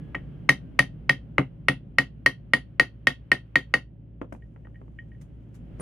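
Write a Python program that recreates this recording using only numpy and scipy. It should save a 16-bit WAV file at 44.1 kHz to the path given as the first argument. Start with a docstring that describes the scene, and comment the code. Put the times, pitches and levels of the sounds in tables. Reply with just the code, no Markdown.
"""Outdoors on a concrete slab, a stone drives a hand-held steel punch into a grommet on a wooden board.
Each blow crushes grit with a crack, rings the punch and knocks the board; nearby walls answer briefly.
Then the stone is put down, the punch is wiggled free, the cloth shifts and the punch is laid aside.
Behind it all are a far rumble, soft air, the hum of a distant machine and a faint whine."""
import sys
import numpy as np
from scipy import signal
from scipy.fft import rfft, irfft, next_fast_len
from scipy.io import wavfile
from scipy.ndimage import uniform_filter1d

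SR = 44100
rng = np.random.default_rng(int(sys.argv[2]) if len(sys.argv) > 2 else 0)


def unload_audio(sound):
    """Save the sound as a 16-bit wav file, at the path given as the first command line argument."""
    columns = np.transpose(np.atleast_2d(sound))
    # keep every value between -1 and 1, then stretch to whole-number steps
    steps = np.round(np.clip(columns, -1, 1) * 32767)
    wavfile.write(sys.argv[1], SR, steps.astype(np.int16))


N = 256566
T = np.arange(N) / SR
AGE = T[:SR // 4]   # seconds since a hit


def from_db(db):
    """Turn decibels into a number to multiply by."""
    return 10 ** (np.asarray(db) / 20)


def at_hz(points, hz, column=1):
    """Read between the rows of a table, with octaves evenly spaced."""
    table = np.array(points)
    return np.interp(np.log(np.maximum(hz, 1)), np.log(table[:, 0]), table[:, column])


def add(out, s, sound):
    """Mix a sound in, starting at s seconds."""
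    start = max(round(s * SR), 0)
    out[:, start:start + sound.shape[-1]] += sound[..., :N - start]


def fade(fade_s):
    """Dying away after a hit: the fade time is how long it takes to drop 60 dB."""
    return from_db(-60 * AGE / max(fade_s, 1e-3))


def swell(rise_s):
    """Building up while one thing pushes on another."""
    return 1 - np.exp(-AGE / max(rise_s, 1e-5))


def struck(tones):
    """A struck object's fading tones, every other one flipped, a little different in each ear."""
    out, ears = 0, np.array([[.5], [-.5]])
    for k, (hz, db, fade_s, pan_db, phase) in enumerate(tones):
        wave = np.sin(2 * np.pi * hz * AGE + ears * phase)
        out += (-1) ** k * from_db(db + ears * pan_db) * wave * fade(fade_s)
    return out


# How alike the two ears hear a noise (frequency [Hz], likeness [-1 to 1])
EAR_LIKENESS = [(60, 0.89), (350, 0.77), (700, -0.0058), (1400, 0.26), (3000, 0.29), (5000, 0.19),
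                (12000, 0.67)]
def noise(colour, size, likeness=EAR_LIKENESS):
    """Stereo noise of strength 1; its colour says how strong the lows and highs are."""
    length = next_fast_len(size)
    mid, side = rfft(rng.standard_normal((2, length)))
    hz = np.arange(len(mid)) * SR / length
    alike = np.clip(at_hz(likeness, hz), -1, 1)
    stereo = np.sqrt(1 + alike) * mid + np.sqrt(1 - alike) * side * [[1], [-1]]
    x = irfft(from_db(at_hz(colour, hz)) * stereo, length)
    return x[:, :size] / np.std(x)


def burst(colour, fade_s, rise_s):
    """A spray of tiny hits that blur into one short noise."""
    shape = fade(fade_s) * swell(rise_s) ** 2
    x = noise(colour, len(AGE)) * shape
    return x * np.sqrt(np.mean(shape ** 2) / np.mean(x ** 2))


# How the background rises and falls (time [s], relative rumble level [dB], air level [dB])
BACKGROUND_LEVELS = [(0.0, -38, -65), (1.8, -44, -74.5), (3.77, -49, -72), (3.87, -48, -80.5),
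                     (5.54, -44, -73), (5.82, -37.5, -64.5)]
# Colours of the rumble and the air (frequency [Hz], relative level [dB])
RUMBLE_COLOUR = [(20, -59), (32, -22.5), (45, -5), (62, -4), (80, -14.5), (110, -10), (150, -1.5),
                 (200, -10.5), (260, -12), (330, -18.5), (450, -26), (600, -28.5), (900, -40), (2000, -86)]
AIR_COLOUR = [(300, -18.5), (500, -0.5), (800, 0), (1500, -0.5), (2300, -4.5), (3100, -4), (3700, -15.5),
              (4800, -22), (7000, -30.5), (16000, -31.5)]
def rumble_and_air():
    """A far, deep rumble under a soft hiss of air."""
    s, rumble_db, air_db = np.transpose(BACKGROUND_LEVELS)
    rumble = from_db(np.interp(T, s, rumble_db) - 2) * noise(RUMBLE_COLOUR, N)
    air = from_db(np.interp(T, s, air_db)) * noise(AIR_COLOUR, N)
    return rumble + air


# The tones of the hum (pitch [Hz], level [dB])
HUM_TONES = [(57, -49.5), (112, -50.5), (556, -75)]
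def machine_hum(waver_rad=0.27):
    """A distant machine hums, each tone drifting a little."""
    out = np.zeros(N)
    times = np.linspace(0, T[-1], 40)
    for hz, db in HUM_TONES:
        drift = np.interp(T, times, np.cumsum(rng.normal(0, waver_rad, len(times))))
        out += from_db(db) * np.sqrt(2) * np.sin(2 * np.pi * hz * T + drift)
    return out


# The tones of the whine (pitch [times the main pitch], relative level [dB])
WHINE_TONES = [(.71, -6), (1, 0), (2, -10)]
def whine(start_hz=1690, sink_hz_per_s=190, start_db=-70, fade_db_per_s=13):
    """A faint, unsteady whine that sinks and fades."""
    waver = 1 + 0.16 * uniform_filter1d(rng.standard_normal(N), size=600)
    cycles = np.cumsum((start_hz - sink_hz_per_s * T) * waver) / SR
    tones = sum(from_db(db) * np.sin(2 * np.pi * k * cycles) for k, db in WHINE_TONES)
    return from_db(start_db - fade_db_per_s * T) * tones


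# Echoes off the ground and walls (delay [s], relative level [dB])
WALL_ECHOES = [(.0058, -30), (.009, -25), (0.0132, -14), (0.033, -25), (0.049, -36)]
# The tail of blurred echoes (frequency [Hz], relative level [dB], fade time [s])
TAIL_BANDS = [(118.7, -12, 0.28), (288, 1.5, 0.048), (590, -8, 0.12), (1200, -20, 0.15), (1730, -18, 0.17),
              (2300, -15.5, 0.13), (3040, -6, 0.18), (5040, -8.5, 0.15), (9600, -3.5, 0.13),
              (14000, -3, 0.11)]
# How alike the two ears hear that tail (frequency [Hz], likeness [-1 to 1])
TAIL_LIKENESS = [(100, .98), (380, .95), (700, .2), (1500, .6), (2000, .7), (3200, .1), (12000, -.2)]
def yard_echoes(sound, dull_above_hz=2000, tail_delay_s=0.0019):
    """The yard throws a sound back: a few dull echoes and a short tail that dies band by band."""
    echoes = np.zeros((2, len(AGE)))
    for delay, db in WALL_ECHOES:
        echoes[:, round(delay * SR)] = from_db(db)
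    echoes = signal.sosfilt(signal.butter(1, dull_above_hz, fs=SR, output="sos"), echoes + 1e-18)
    scatter = rfft(noise([(20, 0), (20000, 0)], len(AGE), TAIL_LIKENESS))
    hz = np.arange(scatter.shape[1]) * SR / len(AGE)
    arrival = np.interp(AGE - tail_delay_s, AGE, swell(rise_s=0.00088))
    edges_hz = np.geomspace(70, 17000, 36)
    for low, high in zip(edges_hz, edges_hz[1:]):
        centre = np.sqrt(low * high)
        band = irfft(scatter * ((hz >= low) & (hz < high)), len(AGE))
        band *= arrival * fade(at_hz(TAIL_BANDS, centre, column=2))
        band /= np.linalg.norm(band, axis=1, keepdims=True)
        share = (high - low) / (SR / 2)   # a wider band carries more energy
        echoes += from_db(at_hz(TAIL_BANDS, centre)) * np.sqrt(share) * band
    return signal.oaconvolve(sound, echoes, axes=1)[:, :N]


# Colour of rubbing and of loose grit (frequency [Hz], relative level [dB])
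SCRATCH_COLOUR = [(2000, 9.5), (4000, -1.5), (6500, 3.5), (8000, -1), (9500, -1), (12000, -8.5),
                  (16000, -11.5)]
# Short slides of stone, cloth or steel (time [s], level [dB], half length [s])
SLIDES = [(4.328, -56, 0.0025), (4.35, -77, 0.017), (5.222, -62.5, 0.0098), (5.553, -64, 0.013),
          (5.801, -62, 0.01)]
def rubbing(start_s=4.3, rub_db=-89):
    """Hand and cloth rub as the punch is worked loose, with a few louder slides."""
    level = from_db(rub_db) * (T > start_s)
    level += sum(from_db(db) * np.exp(-((T - s) / length) ** 2) for s, db, length in SLIDES)
    times = T[::150]
    catch_db = 2.9 * np.interp(T, times, rng.standard_normal(len(times)))   # fibres catch and slip
    return level * from_db(catch_db) * noise(SCRATCH_COLOUR, N)


# Stone, hand and tool landing on the slab (time [s], relative level [dB])
SLAB_KNOCKS = [(4.215, -25), (4.243, -46), (4.324, -32), (4.349, -41), (4.561, -48), (4.653, -50.5),
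               (4.67, -44), (4.815, -44.5), (4.88, -49.5), (5.798, -33.5), (5.806, -32.5)]
# Colours of a rap on the slab and of its low thud (frequency [Hz], relative level [dB])
RAP_COLOUR = [(30, -37.5), (120, -5), (280, 7), (650, -1.5), (1300, -3), (2200, -16.5), (3300, -29.5),
              (4500, -62.5), (16000, -67.5)]
LOW_THUD_COLOUR = [(60, -9), (150, 4), (300, -3), (650, -7), (1300, -25.5), (3000, -71)]
def slab_knocks():
    """Each thing set down on concrete makes a dull rap, a thud and a trace of grit."""
    out = np.zeros((2, N))
    for s, db in SLAB_KNOCKS:
        add(out, s, from_db(db + 3.5) * burst(RAP_COLOUR, fade_s=0.02, rise_s=0.00026))
        add(out, s, from_db(db - 7) * burst(LOW_THUD_COLOUR, fade_s=0.093, rise_s=0.00088))
        add(out, s, from_db(db - 34) * burst(SCRATCH_COLOUR, fade_s=0.027, rise_s=0.00092))
    return out


# The punch is laid aside (time [s], level [dB], pitch [Hz], fade time [s])
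TIP_TOUCHES = [(5.800, -42, 9670, 0.42)]
def tip_ting():
    """The steel tip touches the concrete and gives one thin, high tone."""
    out = np.zeros((2, N))
    for s, db, hz, fade_s in TIP_TOUCHES:
        add(out, s, from_db(db) * np.sin(2 * np.pi * hz * AGE) * fade(fade_s) * swell(rise_s=0.00086))
    return out


# Overtones of punch and stone, the tones above the main ring
# (pitch [Hz], relative level [dB], fade time [s], left over right [dB], left-right phase [rad])
PUNCH_OVERTONES = [(2108, 16.5, 0.0099, 1, 0.35), (2100, -8, 0.04, -6, .2), (2580, -6.5, 0.021, 3.5, 1),
                   (2976, 4, 0.01, 5, 0.21), (3062, -3.5, 0.028, 3, 0.032), (3150, -27, 0.077, -6.5, 0.98),
                   (3147, -21, 0.16, 6.5, .8), (3320, -17.5, 0.032, -1, .6)]
# The punch rocks in the grommet (time [s], relative level [dB])
WIGGLES = [(4.4224, -51.5), (4.649, -50.5), (4.7446, -56), (4.7561, -47.5), (4.988, -33), (5.1171, -51.5),
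           (5.1478, -56)]
def punch_ticks(ring_hz=1875):
    """Wiggling the punch makes it tick: such soft touches wake only its lower tones."""
    out = np.zeros((2, N))
    ring = np.sin(2 * np.pi * ring_hz * AGE) * fade(0.051)
    tick = (ring + from_db(-13.5) * struck(PUNCH_OVERTONES)) * swell(rise_s=0.00069) ** 2
    for s, db in WIGGLES:
        add(out, s, from_db(db + 2) * tick)
    return out


# The punch's highest overtones
# (pitch [Hz], relative level [dB], fade time [s], left over right [dB], left-right phase [rad])
CLANK_TONES = [(4274, -1, .065, -3, 0.51), (4423, 5.5, 0.13, -2.5, -0.82), (4570, -3.5, .08, 0.5, 0),
               (4751, -2.5, 0.12, -2, .5), (5630, -5.5, .07, 0, 1)]
def punch_ring(force, treble, skew, give, ring_hz=1866, grip_hz=16, choke_db_per_s=1700):
    """Struck steel rings briefly in the hand; an off-centre blow (skew) mutes it."""
    hz = ring_hz + rng.uniform(-grip_hz, grip_hz)   # the grip shifts the pitch
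    ring = from_db(-1 - 13 * skew) * np.sin(2 * np.pi * hz * AGE) * swell(rise_s=.001) * fade(0.04)
    overtones = from_db(-18.5 - 3.5 * skew + 2 * give) * struck(PUNCH_OVERTONES) * swell(rise_s=.0001)
    clank = from_db(-40.5 - 4 * give) * struck(CLANK_TONES) * swell(rise_s=.00017)
    choke = from_db(-choke_db_per_s * skew ** 2 * AGE)
    return (force * (overtones - ring) + treble * clank) * choke


# The tones of the wooden board
# (pitch [Hz], relative level [dB], fade time [s], left over right [dB], left-right phase [rad])
BOARD_TONES = [(245, -12.5, 0.022, -1, -0.15), (300, -13, 0.031, 0, .1), (418, -12, 0.046, 1, .2),
               (566, -7.5, .025, 0.5, .5), (750, -7, 0.029, 1, 2.2), (850, -9.5, 0.0069, 1, 0.39),
               (1238.6, 0, 0.0027, -0.5, -0.65), (1372, 5.5, .007, -0.5, -0.24)]
def board_knock():
    """The board gives a wooden knock and chatters on the slab."""
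    knock = from_db(-14.5) * struck(BOARD_TONES) * swell(rise_s=.0001) ** 2
    chatter = from_db(-26) * burst(RAP_COLOUR, fade_s=0.097, rise_s=0.0013)
    return knock + chatter


# The stone's dead clack on the punch, and the low thump under the board
# (pitch [Hz], relative level [dB], fade time [s], left over right [dB], left-right phase [rad])
CLACK_TONES = [(775, -1.5, 0.0082, 1, .3), (1228, 4, 0.0094, 4, 0.11), (2084, 0.5, 0.025, -2, 0.021)]
THUMP_TONES = [(132.8, 9, .12, 1.5, 0.0059), (190, -3.5, 0.17, -1, 0.0031), (265, 6, 0.085, 1, 0),
               (302, 1.5, 0.042, -0.5, 0.0013)]
# Colour of grit being crushed (frequency [Hz], relative level [dB])
CRACK_COLOUR = [(300, -10.5), (700, -11.5), (1500, -4.5), (2700, 4.5), (3700, 1.5), (5500, -4),
                (7800, -20.5), (9900, -11), (12500, -24), (16000, -35.5)]
# The stone's blows (time [s], force [dB], off-centre [0-1], hardness [dB], flying grit [dB])
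STONE_BLOWS = [(0.147, -14.5, 0.25, -2, -63), (0.4903, 0.5, 0.07, 3, -34), (0.7904, 0.5, 0.12, 3.5, -35),
               (1.0938, -1.5, 0.03, 3.5, -42), (1.3814, 0, 1, -11, -66), (1.6839, 0.5, 0.36, 0, -46.5),
               (1.9842, 1, 0.16, -1, -44), (2.2609, 0.5, 0.08, -0.5, -45.5), (2.5347, 1, 0.18, 0.5, -44.5),
               (2.7966, 1.27, 0.08, -0.5, -46.5), (3.0702, 0.5, 0.18, 1, -47.5), (3.3165, 0, 0.1, -1, -45),
               (3.556, -0.47, 0.06, 1, -38), (3.7389, -0.15, 0.21, -0.5, -42)]
def hammering(closed_at_s=2.05, thump_delay_s=.007):
    """The stone meets the punch; a moment later the punch lands on the grommet and drives the board.
    As the grommet closes, the punch lands sooner, with less thump and more clank."""
    out = np.zeros((2, N))
    clack = struck(CLACK_TONES) * swell(rise_s=.0002)
    thump = struck(THUMP_TONES) * swell(rise_s=.0028)
    for s, force_db, skew, hard_db, grit_db in STONE_BLOWS:
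        gap = max(1 - s / closed_at_s, 0)   # the grommet: 1 is open, 0 is shut
        give = np.tanh(gap / .12)   # it keeps yielding until almost shut
        travel_s = .0007 + .0028 * gap ** 2
        force = from_db(force_db)
        treble = from_db(2 * force_db + hard_db)   # stronger blows sound brighter
        shove = force * from_db(5.5 * skew)   # off-centre blows push the board more
        steel = punch_ring(force, treble, skew, give)
        crack = treble * from_db(-16) * burst(CRACK_COLOUR, fade_s=.013, rise_s=.0002)
        grit = from_db(grit_db) * burst(SCRATCH_COLOUR, fade_s=.06, rise_s=.0004)
        wood = shove * board_knock()
        first_clack = force * from_db(-18.5 + 8 * gap) * clack   # a loose punch clacks louder
        first_crunch = treble * from_db(-30.5) * burst(CRACK_COLOUR, fade_s=.008, rise_s=.00005)
        add(out, s, first_clack + first_crunch)
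        add(out, s + travel_s, steel + crack + grit + wood)
        add(out, s + thump_delay_s, shove * from_db(-36.5 + 8.5 * give) * thump)
    return out


def scene():
    """The work close by, its echoes and the background."""
    work = hammering() + slab_knocks() + punch_ticks() + tip_ting() + rubbing()
    return work + yard_echoes(work) + rumble_and_air() + machine_hum() + whine()


def record(dry, cutoff_hz=17000):
    """Round off the loudest peaks and cut the very highest treble."""
    rounded = dry / (1 + dry ** 6) ** (1 / 6)
    return signal.sosfilt(signal.cheby2(12, 70, cutoff_hz, fs=SR, output="sos"), rounded)


dry = scene()
out = record(dry)
unload_audio(out)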